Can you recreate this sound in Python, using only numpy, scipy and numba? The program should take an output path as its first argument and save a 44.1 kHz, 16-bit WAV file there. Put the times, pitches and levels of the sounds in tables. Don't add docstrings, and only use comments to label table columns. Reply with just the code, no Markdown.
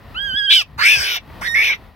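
import sys
import numpy as np
from scipy import signal
from scipy.fft import rfft, irfft
from scipy.io import wavfile
from scipy.ndimage import uniform_filter1d, minimum_filter1d
from numba import njit

SR = 44100
rng = np.random.default_rng(int(sys.argv[2]) if len(sys.argv) > 2 else 0)


def master_out(mix):
    frames = np.transpose(np.atleast_2d(mix))
    ceiling = np.clip(frames, -1, 1)
    pcm = np.round(ceiling * 32767).astype(np.int16)
    wavfile.write(sys.argv[1], SR, pcm)


N = 85995

# (time [s], pitch [Hz], first harmonic [dB], second harmonic [dB])
WHISTLES = [
    [(0.145, 1236, -41.5, -43), (0.173, 1488, -31, -28.5), (0.201, 1615, -35, -25), (0.249, 1653, -30, -28),
     (0.327, 1498, -31, -29), (0.379, 1692, -26.5, -20), (0.425, 1619, -27.5, -25.5),
     (0.461, 1651, -28.5, -21.5), (0.475, 1561, -32.5, -22), (0.5, 1610, -24.5, -13)],
    [(1.48, 1896, -23, -36), (1.494, 1845, -25, -32), (1.538, 1855, -24.5, -42.5),
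     (1.548, 1940, -17.5, -59)],
]
# (time [s], pitch [Hz], flutter [Hz], mouth resonance [Hz], roughness [0 = smooth])
THROAT = [
    [(.498, 1677, 620, 3100, 0.19), (.514, 1740, 685.2, 3260, 0.47), (.528, 1528, 769, 3480, 0.63),
     (.552, 1566, 804, 3296, 0.51), (.568, 1561, 708, 2850, 0.3), (.588, 1467, 639.6, 3000, 0.2),
     (.608, 1389, 562, 2810, 0.15), (.627, 1090, 479.7, 2246, 0.24)],
    [(.783, 842.5, 299.2, 990, 1.03), (.82, 1217, 653, 1846, 0.81), (.865, 1600, 679.6, 2365, 0.69),
     (.905, 1800, 728, 2808, 0.59), (.95, 1660, 898.1, 2580, 0.42), (.995, 1530, 880, 2300, 0.59),
     (1.065, 1595, 972, 2270, 0.76), (1.145, 1404, 900, 2444, 0.62), (1.172, 735.8, 819.6, 2405, 1.1)],
    [(1.413, 595, 602.5, 680.6, 0.3), (1.435, 1548, 251.1, 1731, 0.6), (1.472, 1859, 171.9, 1960, 0.57),
     (1.548, 1850, 250.1, 2180, 0.45), (1.562, 1738, 417, 2080, 0.32), (1.615, 1811, 503.3, 2350, 0.32),
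     (1.645, 1801, 645.3, 2620, 1.23), (1.70, 1652, 556, 2255, 0.34), (1.715, 1598, 791, 2360, 0.4),
     (1.75, 1251, 869, 2080, 1.1)],
]
WHISTLE_FADE_S = 0.0079


def undb(db):
    return 10 ** (np.asarray(db) / 20)


def unit(x):
    return x / np.sqrt(np.mean(x ** 2) + 1e-20)


def curves(rows):
    rows = np.array(rows, float)
    t = np.arange(N) / SR
    return [np.interp(t, rows[:, 0], column) for column in rows.T[1:]]


def gate(rows, fade_s):
    t = np.arange(N) / SR
    to_nearest_edge = np.minimum(t - rows[0][0], rows[-1][0] - t)
    return np.clip(to_nearest_edge / fade_s + .5, 0, 1)


def band(x, lo_hz, hi_hz, order=3):
    sos = signal.butter(order, [lo_hz, hi_hz], "band", fs=SR, output="sos")
    return signal.sosfiltfilt(sos, x, padtype=None)


def wander(hz):
    sos = signal.butter(2, hz, fs=SR, output="sos")
    return unit(signal.sosfilt(sos, rng.standard_normal(N)))


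def shape(points):
    hz, value = np.array(points, float).T
    bins_hz = np.arange(N // 2 + 1) * SR / N
    return np.interp(np.log(bins_hz + 1), np.log(hz), value)


def turn(hz):
    return 2 * np.pi * np.cumsum(hz) / SR


@njit
def resonance(x, hz, width):
    y, band_state, low_state = np.empty(len(x)), 0., 0.
    for i in range(len(x)):
        g, damping = np.tan(np.pi * hz[i] / SR), width / hz[i]
        v = (band_state + g * (x[i] - low_state)) / (1 + g * (g + damping))
        band_state = 2 * v - band_state
        low_state = low_state + 2 * g * v
        y[i] = damping * v
    return y


def ring(x, hz, width_hz):
    hz = hz * np.ones(N)
    once = resonance(x, hz, float(width_hz))
    return resonance(once, hz, float(width_hz))


def rabbit():
    # (level [dB], ...)
    overtone_levels = [
        [-15.5, -33.5, -31.5, -38.5, -40.5, -34.5],
        [-11.5, -19.5, -25.5, -31, -29, -28],
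    ]
    phase, flutter = folds()
    clean = sum(whistle(phase, rows, levels) for rows, levels in zip(WHISTLES, overtone_levels))
    whistling = sum(gate(rows, WHISTLE_FADE_S) for rows in WHISTLES)
    harsh = (1 - whistling) * rasp(phase, flutter)
    smear = scatter(harsh, db=-2, t60_s=0.027, lo_hz=3300, hi_hz=20400)
    return clean + harsh + smear


def folds():
    jitter_hz = 490
    whistle_jitter, pitch_jitter, flutter_jitter = 0.0058, 0.0907, 0.343
    bend = 0.93
    hz, flutter_hz, _, rough = curves(np.vstack(THROAT))
    for rows in WHISTLES:
        even = gate(rows, WHISTLE_FADE_S)
        hz = hz + even * (curves(rows)[0] - hz)
        rough = rough * (1 - even)
    flutter = turn(flutter_hz * (1 + flutter_jitter * rough * wander(jitter_hz)))
    jitter = (whistle_jitter + pitch_jitter * rough) * wander(jitter_hz)
    phase = turn(hz * (1 + jitter)) + bend * rough * np.sin(flutter)
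    return phase, flutter


def whistle(phase, rows, overtone_levels):
    _, first, second = curves(rows)
    levels = [first + 4.5, second + 2.5]
    for db in overtone_levels:
        waver = 4 * wander(18.6)
        flicker = -0.5 * np.tanh(wander(350))
        levels.append(first + db + waver + flicker)
    voice = 0
    for k, db in enumerate(levels, 1):
        voice = voice + undb(db + 0.13 * wander(60)) * np.sin(k * phase)
    return np.sqrt(2) * voice * gate(rows, WHISTLE_FADE_S)


def rasp(phase, flutter):
    # (low edge [Hz], high edge [Hz])
    bands = [(330, 1350), (1350, 1920), (1920, 2850), (2850, 4400), (4400, 6700), (6700, 16000)]
    # (time [s], then level [dB] of each band from the lowest to the highest)
    band_levels = [
        [(0.492, -61, -46, -40, -14, -32, -30), (0.506, -34.5, -23.5, -17.5, -7.5, -39, -38.5),
         (0.525, -44, -21, -11, -2.5, -28, -33), (0.545, -42, -44, -14.5, -11, -29, -30),
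         (0.562, -49, -25, -22.5, -9, -27.5, -31.0), (0.588, -44.5, -35.5, -28.5, -14.5, -26.0, -34.5),
         (0.618, -31.5, -36.0, -19, -24.5, -25.5, -43), (0.63, -42.0, -56.5, -64, -41.5, -71, -45)],
        [(0.778, -41.0, -32.5, -44, -56, -52, -53.0), (0.792, -24, -26.5, -27.5, -31, -38, -43.5),
         (0.822, -21, -16.5, -18, -22, -26.5, -40), (0.862, -38.5, -22.5, -7, -22.5, -24, -26.5),
         (0.935, -36, -25.5, -9.5, -19.5, -27, -31.0), (0.985, -34.5, -28, -24, -30, -23.5, -36),
         (1.015, -34, -24, -29, -29.0, -23.5, -32.5), (1.08, -36.5, -30.5, -21, -22.5, -33.5, -38),
         (1.165, -35.5, -34, -29, -22.5, -31.5, -36), (1.187, -38, -44, -29, -33.5, -51, -61)],
        [(1.412, -31.0, -24, -40, -40.5, -38, -40.5), (1.425, -28.5, -32.5, -28.5, -45, -43.5, -43.5),
         (1.475, -41, -20.5, -23, -25.5, -41, -44.0), (1.542, -56.0, -27, -11.5, -41, -50, -40.0),
         (1.555, -34.5, -26, -11, -34, -36.5, -44.0), (1.605, -32, -28.5, -10, -32.5, -38, -37.5),
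         (1.66, -41.5, -32.0, -15.5, -23, -34.5, -38), (1.705, -31.5, -40.5, -12, -28.5, -32, -40.5),
         (1.738, -34, -42, -19.5, -28.5, -47, -55), (1.762, -58, -62, -46, -48.0, -51, -58)],
    ]
    # (time [s], upper resonance [Hz], centre of the lip hiss [Hz])
    jaw = [(.55, 5170, 7600), (.62, 5310, 7300), (.79, 4270, 5900), (.865, 5400, 8450), (.92, 5290, 9720),
           (1.02, 5090, 7400), (1.1, 5410, 12320), (1.17, 5520, 14100), (1.42, 5330, 8450),
           (1.58, 5140, 11000), (1.7, 5620, 11930)]
    rasp_db, fade_s, steady_s = -1.96, 0.0073, 0.035

    _, _, mouth_hz, rough = curves(np.vstack(THROAT))
    upper_hz, hiss_hz = curves(jaw)
    shimmer = undb(-1 * rough * np.tanh(wander(140)))
    chop = np.exp(0.7 * np.cos(flutter)) * shimmer
    tone = sum(np.sin(k * phase) / k ** 0.95 for k in range(1, 4))
    breath = undb(2) * rough * rng.standard_normal(N)
    source = chop * tone + np.sqrt(chop) * breath

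    air = chop ** 0.29 * rng.standard_normal(N)
    hiss = ring(air, hiss_hz, 4500) + undb(-10.5) * ring(air, 14700, 2100)

    voice = ring(source, mouth_hz, 1215)
    voice = voice + undb(-9) * ring(source, 0.639 * upper_hz, 1520)
    voice = voice + undb(12.5) * ring(source, upper_hz, 1000)
    voice = voice + undb(-1.5) * rough * hiss
    voice = voice + undb(-12) * source

    out = 0
    for (lo_hz, hi_hz), db in zip(bands, curves(np.vstack(band_levels))):
        part = band(voice, lo_hz, hi_hz, order=4)
        power = uniform_filter1d(part ** 2, int(steady_s * SR))
        steady = part / np.sqrt(np.abs(power) + 1e-12)
        out = out + steady * undb(db + rasp_db)
    return out * sum(gate(rows, fade_s) for rows in band_levels)


def ports(x):
    # (frequency [Hz], left minus right [dB])
    port_balance = [(100, 12), (1000, 3.5), (1350, -3.5), (1650, -16.5), (1850, -27), (2050, 2), (2500, 2),
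                    (3200, -6.5), (3800, 4), (4700, -0.5), (6000, 3.5), (8000, 10), (12000, 9), (15000, 33)]
    # (frequency [Hz], phase lag [rad])
    port_lag = [(100, 0.11), (1250, 0.86), (1640, 3.2), (1850, 5.46), (2100, 5.49), (2650, 5.05),
                (3400, 6.41), (4100, 8.67), (4600, 9.63), (6200, 11.9), (16000, 30.7)]
    # (time [s], left minus right [dB])
    head = [(.2, 1.5), (.29, 2.5), (.45, 1.5), (.55, 2), (.83, -1), (.95, 1.5), (1.12, 1), (1.5, 1),
            (1.68, -1.5)]
    ratio = undb(shape(port_balance))
    responses = np.array([ratio, np.exp(-1j * shape(port_lag))])
    even_power = np.sqrt(2 / (1 + ratio ** 2))
    pair = irfft(rfft(x) * responses * even_power, N)
    pan_db, = curves(head)
    return pair * undb(np.array([pan_db, -pan_db]) / 2)


def scatter(x, db, t60_s, lo_hz, hi_hz):
    t = np.arange(SR // 2) / SR
    noise = band(rng.standard_normal((2, len(t))), lo_hz, hi_hz, order=1)
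    tails = noise * np.exp(-np.log(1000) * t / t60_s)
    sides = np.array([signal.fftconvolve(x, unit(tail))[:N] for tail in tails])
    return undb(db) * sides / np.sqrt(len(t))


def background():
    # (frequency [Hz], level per Hz [dB])
    spectrum = [(25, -3), (48, 5), (84, 0.5), (394, -15.5), (962, -15), (1260, -17.5), (1650, -24),
                (1890, -16), (2110, -24), (3430, -27.5), (4870, -33.5), (6560, -45.5), (7920, -47),
                (14800, -40), (16000, -38)]
    # (time [s], level [dB], reference frequency [Hz], half-length to 1/e [s])
    bump_table = [(0.341, -32, 197, 0.0082), (0.758, -37.5, 100, 0.072), (0.99, -33, 85, 0.035),
                  (1.301, -44.5, 1440, 0.0089)]
    level_db, waver_db, side_db, left_minus_right_db = -41.5, 4, -9, 2
    t = np.arange(N) / SR
    mid, side = (unit(irfft(rfft(rng.standard_normal(N)) * undb(shape(spectrum)), N)) for _ in range(2))
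    stereo = mid + undb(side_db) * side * np.array([[1], [-1]])
    air = undb(level_db + waver_db * wander(1.67)) * stereo
    bumps = 0
    for at, db, hz, length in bump_table:
        noise = unit(band(rng.standard_normal(N), hz / 6.1, hz * 1.74, order=2))
        bumps = bumps + undb(db) * noise * np.exp(-((t - at) / length) ** 2)
    return (air + bumps) * undb(np.array([[left_minus_right_db], [-left_minus_right_db]]) / 2)


def scene():
    voice = rabbit()
    trunks = scatter(voice[0], db=-16, t60_s=0.1, lo_hz=380, hi_hz=7300)
    return ports(voice) + trunks + background()


def record(dry):
    rumble_cut_hz, top_hz = 44, 15900
    ceiling, limit_s = 0.86, 0.00043
    x = signal.sosfilt(signal.butter(5, rumble_cut_hz, "high", fs=SR, output="sos"), dry)
    span = int(limit_s * SR)
    peak = np.abs(x).max(axis=0)
    needed = ceiling / np.maximum(peak, ceiling)
    gain = uniform_filter1d(minimum_filter1d(needed, span), span)
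    return signal.sosfilt(signal.ellip(10, .2, 80, top_hz, fs=SR, output="sos"), x * gain)


dry = scene()
out = record(dry)
master_out(out)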